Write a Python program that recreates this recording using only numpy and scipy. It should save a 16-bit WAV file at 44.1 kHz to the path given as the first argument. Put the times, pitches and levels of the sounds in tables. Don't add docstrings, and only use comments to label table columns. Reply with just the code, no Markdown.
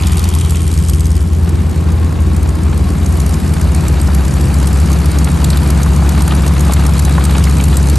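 import sys
import numpy as np
from scipy import signal
from scipy.fft import rfft, irfft, next_fast_len
from scipy.io import wavfile
from scipy.ndimage import uniform_filter1d, minimum_filter1d, map_coordinates

SR = 44100
rng = np.random.default_rng(int(sys.argv[2]) if len(sys.argv) > 2 else 0)


def digitize_waveform(pressure):
    field = np.atleast_2d(pressure).T
    bounded = np.clip(field, -1, 1)
    quanta = np.round(bounded * 32767).astype(np.int16)
    wavfile.write(sys.argv[1], SR, quanta)


N = 351918

# time in seconds, firings a second.
SILVER_SPEED = [(0, 82.42), (2.6, 81.59), (8, 81.8)]
GREEN_SPEED = [(0, 62.3), (1, 63.33), (2.8, 62.78), (3.6, 66.49), (5, 70.23), (5.8, 69.42), (7.1, 70),
               (8, 68.96)]
# when the pulse arrives, counted in firings, then boom, hiss, chug and rasp levels in dB.
SILVER_CYLINDERS = [(.82, .6, -1, -5, -3), (1.77, -6.1, 0, -10, -5), (2.77, -6, -7, -5, 0),
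                    (3.72, -.8, -10, 1, -3), (4.73, 3, -3, 0, -3), (5.88, -2.3, 0, -1, -3),
                    (6.52, -4.1, -3, -7, -3), (7.82, -2.8, -7, -6, -4), (8.69, 3.2, -8, -5, -2)]
GREEN_CYLINDERS = [(.59, -2.7, -9, -7, 1), (1.43, -12, -7, -2, -.5), (2.58, -1.6, -5.5, 2, -2),
                   (3.61, -3, 0, -7, -5), (4.55, .2, -8, -8, -6), (5.5, -.9, -9, -1, -3),
                   (6.28, -2.4, -10, -4, -6), (7.57, 3.1, -3, -12, -1), (8.54, -4.7, -9, -1, -9)]
# frequency in Hz, level in dB.
GAS_SPECTRUM = [(600, -62), (1800, -2), (3500, -9.5), (4600, -3), (5700, -2.5), (7000, 0), (8700, 0.5),
                (10300, 4.5), (11500, 1), (12400, -26), (13200, -34), (16000, -50)]

SILVER_HISS = dict(db=-31, hold_s=0.95, db_per_s=24)
GREEN_HISS = dict(idle_db=-33, db_per_hz=0.66, away_db=1.5)


def booms():
    # frequency in Hz, level in dB.
    silver_pipe = [(8, -82), (25, -33.5), (48, -10.5), (68, 11), (90, 3), (120, -10.5), (160, -4.5),
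                   (230, -24), (330, -24), (440, -29), (560, -51), (1500, -49.5), (4000, -61), (8000, -130)]
    green_pipe = [(8, -63), (25, -32.5), (48, -16.5), (68, 2.5), (90, -4), (118, -18.5), (138, -4.5),
                  (152, -9.5), (168, -4.5), (230, -17), (330, -32), (500, -43.5), (1500, -51), (4000, -75),
                  (8000, -130)]
    # time in seconds, firings a second.
    far_speed = [(1.5, 70.8), (3, 70)]
    silver = fading(-11, hold_s=2.3, db_per_s=2.6) * exhaust(SILVER_SPEED, SILVER_CYLINDERS, silver_pipe)
    green = nearing(-13, db_per_hz=0.77, away_db=1) * exhaust(GREEN_SPEED, GREEN_CYLINDERS, green_pipe)
    far = fading(-27, hold_s=4.9, db_per_s=17) * exhaust(far_speed, SILVER_CYLINDERS, green_pipe)
    return silver + green + far


def exhaust(engine, cylinders, pipe, part="boom", scatter_db=.7, jitter=.012):
    fired = firings(engine)
    arrival, size_db = column(cylinders, "arrival"), column(cylinders, part)
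    cycles = np.arange(-1, fired[-1] / len(arrival))[:, None]
    late, louder = rng.standard_normal((2, len(cycles), len(arrival)))
    due = cycles * len(arrival) + arrival + jitter * late
    heard = (due > 0) & (due < fired[-1])
    pulses = np.bincount(np.searchsorted(fired, due[heard]), amp(size_db + scatter_db * louder)[heard], N)
    return unit(filtered(pulses, lambda hz: causal(amp(along(pipe, hz)))))


def stumbles():
    # middle of the dip in seconds, dB lost, width in seconds.
    dips = [(1.74, 5, 0.032), (2.15, 4, 0.019), (2.59, 5, 0.013), (3.39, 2.5, 0.012), (4.46, 2, 0.02),
            (5.11, 5, 0.017), (5.39, 8, 0.015), (6.29, 5, 0.019), (7.61, 0, 0.007)]
    return amp(-sum(db * np.exp(-.5 * ((clock() - s) / width) ** 2) for s, db, width in dips))


def chugs():
    # frequency in Hz, level in dB.
    silver_stub = [(130, -37.5), (200, 1), (250, -3.5), (295, 1.5), (340, -1), (385, -0.5), (450, -10.5),
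                   (560, -27.5), (1500, -68.5)]
    green_stub = [(130, -43), (210, 1), (255, -3), (335, -2), (380, -9), (500, -15.5), (700, -28),
                  (1500, -67.5)]
    # delay in seconds, level in dB.
    paths = [(.001, -7), (.0052, -2.5), (0.0108, -7.5)]
    silver = exhaust(SILVER_SPEED, SILVER_CYLINDERS, silver_stub, "chug", scatter_db=4.5, jitter=0.03)
    silver *= fading(-33.5, hold_s=3.3, db_per_s=1.1)
    green = exhaust(GREEN_SPEED, GREEN_CYLINDERS, green_stub, "chug", scatter_db=2, jitter=0.033)
    green *= nearing(-25, db_per_hz=0.063, away_db=5)
    echoes = lambda hz: sum(amp(db) * np.exp(-2j * np.pi * hz * s) for s, db in paths)
    return filtered(silver + green, echoes)


def flutter():
    # frequency in Hz, level in dB.
    spectrum = [(20, -16), (38, -26), (52, 6), (100, 1.5), (170, 4), (250, -8), (370, -7.5), (500, -18.5),
                (1000, -49), (3000, -90)]
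    return throttled(-18, db_per_hz=0.042, away_db=1.6) * rush(spectrum)


def propeller_wash():
    # frequency in Hz, level in dB.
    spectrum = [(150, -2), (400, 4.5), (750, 3), (1200, 0), (1500, -3.5), (2300, -8.5), (3500, -14),
                (4500, -15.5), (8000, -20), (12000, -19), (14000, -58)]
    silver_tint = [(300, -4), (550, -8), (850, 5), (1400, 5.5), (1800, -7), (3000, 3)]
    # frequency in Hz, how alike left and right are (1 is the same).
    silver_alike = [(300, .6), (500, .1), (1800, .1), (2400, .97), (3100, .75), (6000, .95)]
    side_dip = amp(-5 * np.exp(-(bearing() / 0.44) ** 2))
    green = nearing(-26, db_per_hz=0.29, away_db=3.9) * side_dip * rush(spectrum)
    silver = filtered(rush(spectrum, silver_alike), lambda hz: amp(along(silver_tint, hz)))
    silver *= fading(-31, hold_s=0.23, db_per_s=24)
    green *= valves(GREEN_SPEED, GREEN_CYLINDERS, "rasp", width=0.19, scatter_db=5.5, depth=0.083)
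    silver *= valves(SILVER_SPEED, SILVER_CYLINDERS, "rasp", width=0.18, scatter_db=5, depth=0.4)
    return green + silver


def rasp(clearest_rad=0.42, db_per_rad=22):
    # frequency in Hz, level in dB.
    spectrum = [(300, -13), (550, -14), (780, 1), (1000, -2), (1250, 1), (1900, -8.5), (2600, -9),
                (3800, -9.5), (5000, -22), (8000, -50)]
    barks = valves(GREEN_SPEED, GREEN_CYLINDERS, "rasp", width=0.25, scatter_db=4, depth=0.7)
    in_view = amp(-27.5 - db_per_rad * np.abs(bearing() - clearest_rad))
    return in_view * barks * rush(spectrum)


def hiss():
    surge = amp(3.5 * np.exp(-((clock() - 3.22) / 0.34) ** 2))
    silver = valves(SILVER_SPEED, SILVER_CYLINDERS, "hiss", width=0.12, scatter_db=0.5, depth=0.68)
    green = valves(GREEN_SPEED, GREEN_CYLINDERS, "hiss", width=0.16, scatter_db=3.5, depth=0.58)
    volume = np.hypot(fading(**SILVER_HISS) * silver, surge * nearing(**GREEN_HISS) * green)
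    return volume * clinking(rush(GAS_SPECTRUM), depth_db=2.5)


def valves(engine, cylinders, part, width, scatter_db, depth):
    fired = firings(engine)
    nearest = np.round(fired).astype(int)
    leak_db = column(cylinders, part)[(nearest - 1) % len(cylinders)]
    chance = rng.standard_normal(size=1000)[nearest]
    puffs = unit(amp(leak_db + scatter_db * chance) * np.exp(-.5 * ((fired - nearest) / width) ** 2))
    return np.sqrt(1 - depth + depth * puffs ** 2)


def clinking(noise, depth_db):
    slices = signal.stft(noise, nperseg=128)[2]
    peaks = uniform_filter1d(rng.standard_normal(slices.shape[1:]), size=3, axis=0)
    peaks = uniform_filter1d(peaks, size=8, axis=1)
    return unit(signal.istft(slices * amp(depth_db * unit(peaks)), nperseg=128)[1][:, :N])


def spits():
    # start in seconds, level in dB, ringing pitch in Hz.
    hardest = [(0.0685, -19.5, 7050), (0.12, -27, 9100), (0.169, -23, 8900), (0.192, -23, 4500),
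               (0.239, -23, 4500), (0.287, -23, 7500), (0.337, -31, 8000), (0.348, -23, 8400),
               (0.385, -26, 8650), (0.409, -25, 7470), (0.505, -24, 7500), (0.555, -28, 8000),
               (0.675, -26, 7450), (0.883, -26, 8400), (0.895, -20, 8100), (0.933, -26, 8800),
               (1.005, -26, 8000), (1.054, -29, 6230), (1.491, -32.5, 8800), (1.92, -34.5, 6200),
               (2.363, -29, 7440), (2.428, -30.5, 8900), (3.199, -25, 9000), (3.29, -32, 5600),
               (3.339, -28, 5100), (3.537, -28.5, 8500), (3.747, -25.5, 8800), (3.881, -22.5, 7840),
               (4.013, -23, 8360), (4.279, -30, 7700), (4.408, -27, 8300), (4.67, -23, 9000),
               (4.799, -24.9, 7200), (4.929, -25, 6500), (5.056, -25.5, 5500), (5.114, -27, 8600),
               (5.185, -21, 6740), (5.243, -16, 8500), (5.442, -18, 7550), (5.501, -19, 8200),
               (5.571, -22, 4100), (5.83, -20, 6350), (6.09, -20, 6300), (6.219, -20.5, 8550),
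               (6.277, -22.5, 7100), (6.477, -23, 6760), (6.605, -22, 6740), (6.722, -25, 8650),
               (6.734, -13, 6940), (6.863, -23, 8940), (6.991, -18, 7260), (7.049, -17, 6140),
               (7.239, -21, 8300), (7.25, -19, 8440), (7.438, -18.5, 5140), (7.638, -18, 7550),
               (7.768, -15, 8200), (7.897, -20, 7500), (7.955, -19, 5700)]
    silver = leaks(SILVER_SPEED, SILVER_CYLINDERS, fading(**SILVER_HISS))
    green = leaks(GREEN_SPEED, GREEN_CYLINDERS, nearing(**GREEN_HISS))
    out = np.zeros(N + SR)
    for s, db, ring_hz in list(hardest) + silver + green:
        sound = amp(db) * jet(ring_hz)
        out[round(s * SR):][:len(sound)] += sound
    return out[:N]


def leaks(engine, cylinders, hiss_gain, chance=0.2, over_hiss_db=2.5):
    fired = firings(engine)
    firing = np.arange(1, int(fired[-1]))
    opens = np.searchsorted(fired, firing - .32)
    leak_db = column(cylinders, "hiss")[(firing - 1) % len(cylinders)]
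    starts = opens[rng.uniform(size=len(firing)) < chance * amp(leak_db) ** 2]
    ring_hz = rng.uniform(4000, 9000, len(starts))
    return list(zip(starts / SR, 20 * np.log10(hiss_gain[starts]) + over_hiss_db, ring_hz))


def jet(ring_hz, rise_s=0.0012, life_s=0.0031, ring_db=11, ring_width_hz=250):
    # frequency in Hz, level in dB.
    spectrum = [(600, -54), (2500, -17), (4000, -5.5), (5500, -5.5), (7200, -3.5), (8700, -1.5),
                (11500, 1.5), (12500, -14), (13300, -32), (16000, -26)]
    age = np.arange(SR // 40) / SR
    burst = rng.standard_normal(len(age)) * (1 - np.exp(-age / rise_s)) ** 2 * np.exp(-age / life_s)
    hz = np.fft.rfftfreq(len(age), 1 / SR)
    colour_db = along(spectrum, hz) + ring_db / (1 + ((hz - ring_hz) / ring_width_hz) ** 2)
    sound = irfft(rfft(burst) * causal(amp(colour_db)), len(age))
    return sound / np.std(sound[:int(.008 * SR)])


def pops(count=700, centre_hz=880):
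    # start in seconds, peak level in dB, pitch in Hz.
    loud_pops = [(4.085, -15, 930), (5.402, -18, 765), (5.699, -17, 945), (5.797, -15, 1100),
                 (5.862, -11.5, 1040), (5.921, -13, 930), (5.993, -13, 820), (6.023, -13.5, 885),
                 (6.695, -10, 810), (6.727, -15, 940), (6.791, -17, 780), (6.823, -15, 900),
                 (6.888, -14, 815), (7.18, -4.5, 935), (7.405, -15, 1300), (7.47, -14, 1490)]
    times, size_db = random_hits(count, scatter_db=1.8)
    hz = centre_hz * np.exp(0.28 * rng.standard_normal(len(times)))
    mutter = unit(pings(times, hz, amp(size_db), life_s=0.0026))
    mutter *= nearing(-45, db_per_hz=1.4, away_db=5.4)
    return knocks(loud_pops, count=40, spread=0.282, life_s=0.0033) + mutter


def clacks():
    # start in seconds, peak level in dB, pitch in Hz.
    strikes = [(0.0343, -17, 3830), (0.18, -17, 3900), (0.3371, -22, 3070), (0.412, -21, 3230),
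               (0.4476, -20.5, 3370), (0.5473, -20.5, 3030), (0.9345, -21, 3300), (5.2737, -20, 2660),
               (5.4443, -14, 4030), (5.5024, -14, 4230), (5.531, -17, 3770), (5.572, -19, 3260),
               (6.3091, -17, 2890), (7.4395, -16, 2650), (7.6, -12.5, 2780), (7.727, -18, 3450)]
    return knocks(strikes, count=14, spread=0.14, life_s=0.0035)


def clatter():
    # pitch in Hz, level in dB.
    silver_metal = [(1950, 3.5), (2450, 5), (3100, 3), (3400, 0), (4700, -2)]
    green_metal = [(1680, -2.9), (2350, 1), (2800, -2), (3900, -0.5), (4550, 0.93)]
    silver = fading(-35, hold_s=0.16, db_per_s=31) * ticking(silver_metal)
    return silver + nearing(-39.5, db_per_hz=0.63, away_db=6.9) * ticking(green_metal)


def ticking(metal, count=2000, spread=.05):
    times, size_db = random_hits(count, scatter_db=2.2)
    hz, db = np.array(metal)[rng.integers(len(metal), size=len(times))].T
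    hz = hz * np.exp(spread * rng.standard_normal(len(times)))
    return unit(pings(times, hz, amp(db + size_db), life_s=0.0038))


def rattle():
    # pitch in Hz, width in Hz, level in dB.
    rings = [(2420, 310, 11.5), (3170, 950, 18), (4600, 310, -19)]
    panels = lambda f: sum(amp(db) / (1 + 2j * (f - hz) / width) ** 2 for hz, width, db in rings)
    volume = fading(-38.5, hold_s=0.48, db_per_s=11.7) * amp(2.2 * wobble(69.7))
    return volume * unit(filtered(rush(GAS_SPECTRUM), panels))


def whine(hz=1085, width_hz=24, away_db=6):
    mid, side = filtered(rng.standard_normal((2, N)), lambda f: np.exp(-.5 * ((f - hz) / width_hz) ** 2))
    volume = fading(-42, hold_s=3.2, db_per_s=23) * amp(-away_db * facing_away())
    return volume * unit(mid + 0.56 * side * np.array([[1], [-1]]))


def knocks(events, count, spread, life_s):
    out = np.zeros(N)
    for s, db, hz in events:
        times = s + rng.uniform(0, .0015, count)
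        knock = pings(times, hz * np.exp(spread * rng.standard_normal(count)), np.ones(count), life_s)
        out += amp(db) * knock / np.abs(knock).max()
    return out


def random_hits(count, scatter_db, notes=3):
    times = rng.uniform(0, N / SR, count)
    size_db = scatter_db * np.clip(rng.standard_normal(count), -2, 2)
    return np.repeat(times, notes), np.repeat(size_db, notes)


def pings(times, hz, gain, life_s):
    t = np.arange(int(4.5 * life_s * SR)) / SR
    hz = hz[:, None]
    rings = gain[:, None] * np.sin(2 * np.pi * hz * t) * np.exp(-t / life_s) * (1 - np.exp(-t * hz))
    where = (times * SR).astype(int)[:, None] + np.arange(len(t))
    return np.bincount(where.ravel(), rings.ravel(), N)[:N]


def rush(spectrum, alike=None):
    # frequency in Hz, how alike left and right are (1 is the same).
    usual_alike = [(60, .95), (150, .8), (300, .6), (390, -.1), (520, .35), (700, .66), (1200, .74),
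                   (2300, .94), (4500, .88), (6000, .97)]

    def shape(hz):
        angle = np.arccos(np.clip(along(alike or usual_alike, hz), -1, 1)) / 2
        return amp(along(spectrum, hz)) * [np.cos(angle), np.sin(angle)]
    mid, side = filtered(rng.standard_normal((2, N)), shape)
    return unit(np.array([mid + side, mid - side]))


def nearing(idle_db, db_per_hz, away_db):
    return throttled(idle_db, db_per_hz, away_db) * np.cos(bearing())


def throttled(idle_db, db_per_hz, away_db, idle_hz=63, lead_s=0.21):
    throttle = np.interp(clock() + lead_s, *np.transpose(GREEN_SPEED)) - idle_hz
    return amp(idle_db + db_per_hz * throttle - away_db * facing_away())


def bearing(taxi_m_per_s=4.2, closest_m=19.6, closest_s=9.1):
    return np.arctan(taxi_m_per_s * (closest_s - clock()) / closest_m)


def facing_away(turn_s=1.425, length_s=0.16):
    return np.clip(.5 - (clock() - turn_s) / length_s, 0, 1)


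def fading(db, hold_s, db_per_s):
    return amp(db - db_per_s * np.maximum(clock() - hold_s, 0))


def firings(engine):
    return np.cumsum(np.interp(clock(), *np.transpose(engine))) / SR


def column(cylinders, name):
    return np.transpose(cylinders)[["arrival", "boom", "hiss", "chug", "rasp"].index(name)]


def filtered(x, response):
    size = 2 * next_fast_len(N // 2 + SR // 4)
    return irfft(rfft(x, size) * response(np.fft.rfftfreq(size, 1 / SR)), size)[..., :N]


def causal(gain):
    cepstrum = irfft(np.log(gain))
    half = len(cepstrum) // 2
    cepstrum[1:half] *= 2
    cepstrum[half + 1:] = 0
    return np.exp(rfft(cepstrum))


def wobble(rate):
    return map_coordinates(rng.standard_normal(int(N * rate / SR) + 4), [np.arange(N) * rate / SR])


def along(points, hz):
    known_hz, values = np.transpose(points)
    return np.interp(np.log(hz + 1), np.log(known_hz + 1), values)


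def amp(db):
    return 10 ** (np.asarray(db) / 20)


def unit(x):
    return x / np.sqrt(np.mean(x ** 2) + 1e-20)


def clock():
    return np.arange(N) / SR


def scene():
    metal = clatter()
    engines = stumbles() * booms() + chugs()
    air = flutter() + propeller_wash() + rasp() + hiss()
    return engines + air + rattle() + metal + clacks() + spits() + pops() + whine()


def record(dry, ceiling=.93, top_hz=15800):
    # frequency in Hz, dB by which left is louder than right.
    balance = [(60, 1), (200, 0.8), (600, 2), (1200, 1.7), (2400, 0), (12000, 0)]
    # frequency in Hz, radians by which left is ahead of right.
    lead = [(2400, .05), (3200, .58), (4300, .2), (5500, .05), (7400, 0), (7900, .5), (8750, -.05),
            (9400, -1.7), (10250, -3.1), (11000, -4.5), (11750, -6.15), (12800, -6.5)]
    sides = np.array([[.5], [-.5]])
    x = filtered(dry, lambda hz: amp(sides * along(balance, hz)) * np.exp(1j * sides * along(lead, hz)))
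    needed = np.minimum(1, ceiling / (np.abs(x).max(axis=0) + 1e-9))
    limiter = uniform_filter1d(minimum_filter1d(needed, size=601), size=601)
    return filtered(x * limiter, lambda hz: hz < top_hz)


dry = scene()
out = record(dry)
digitize_waveform(out)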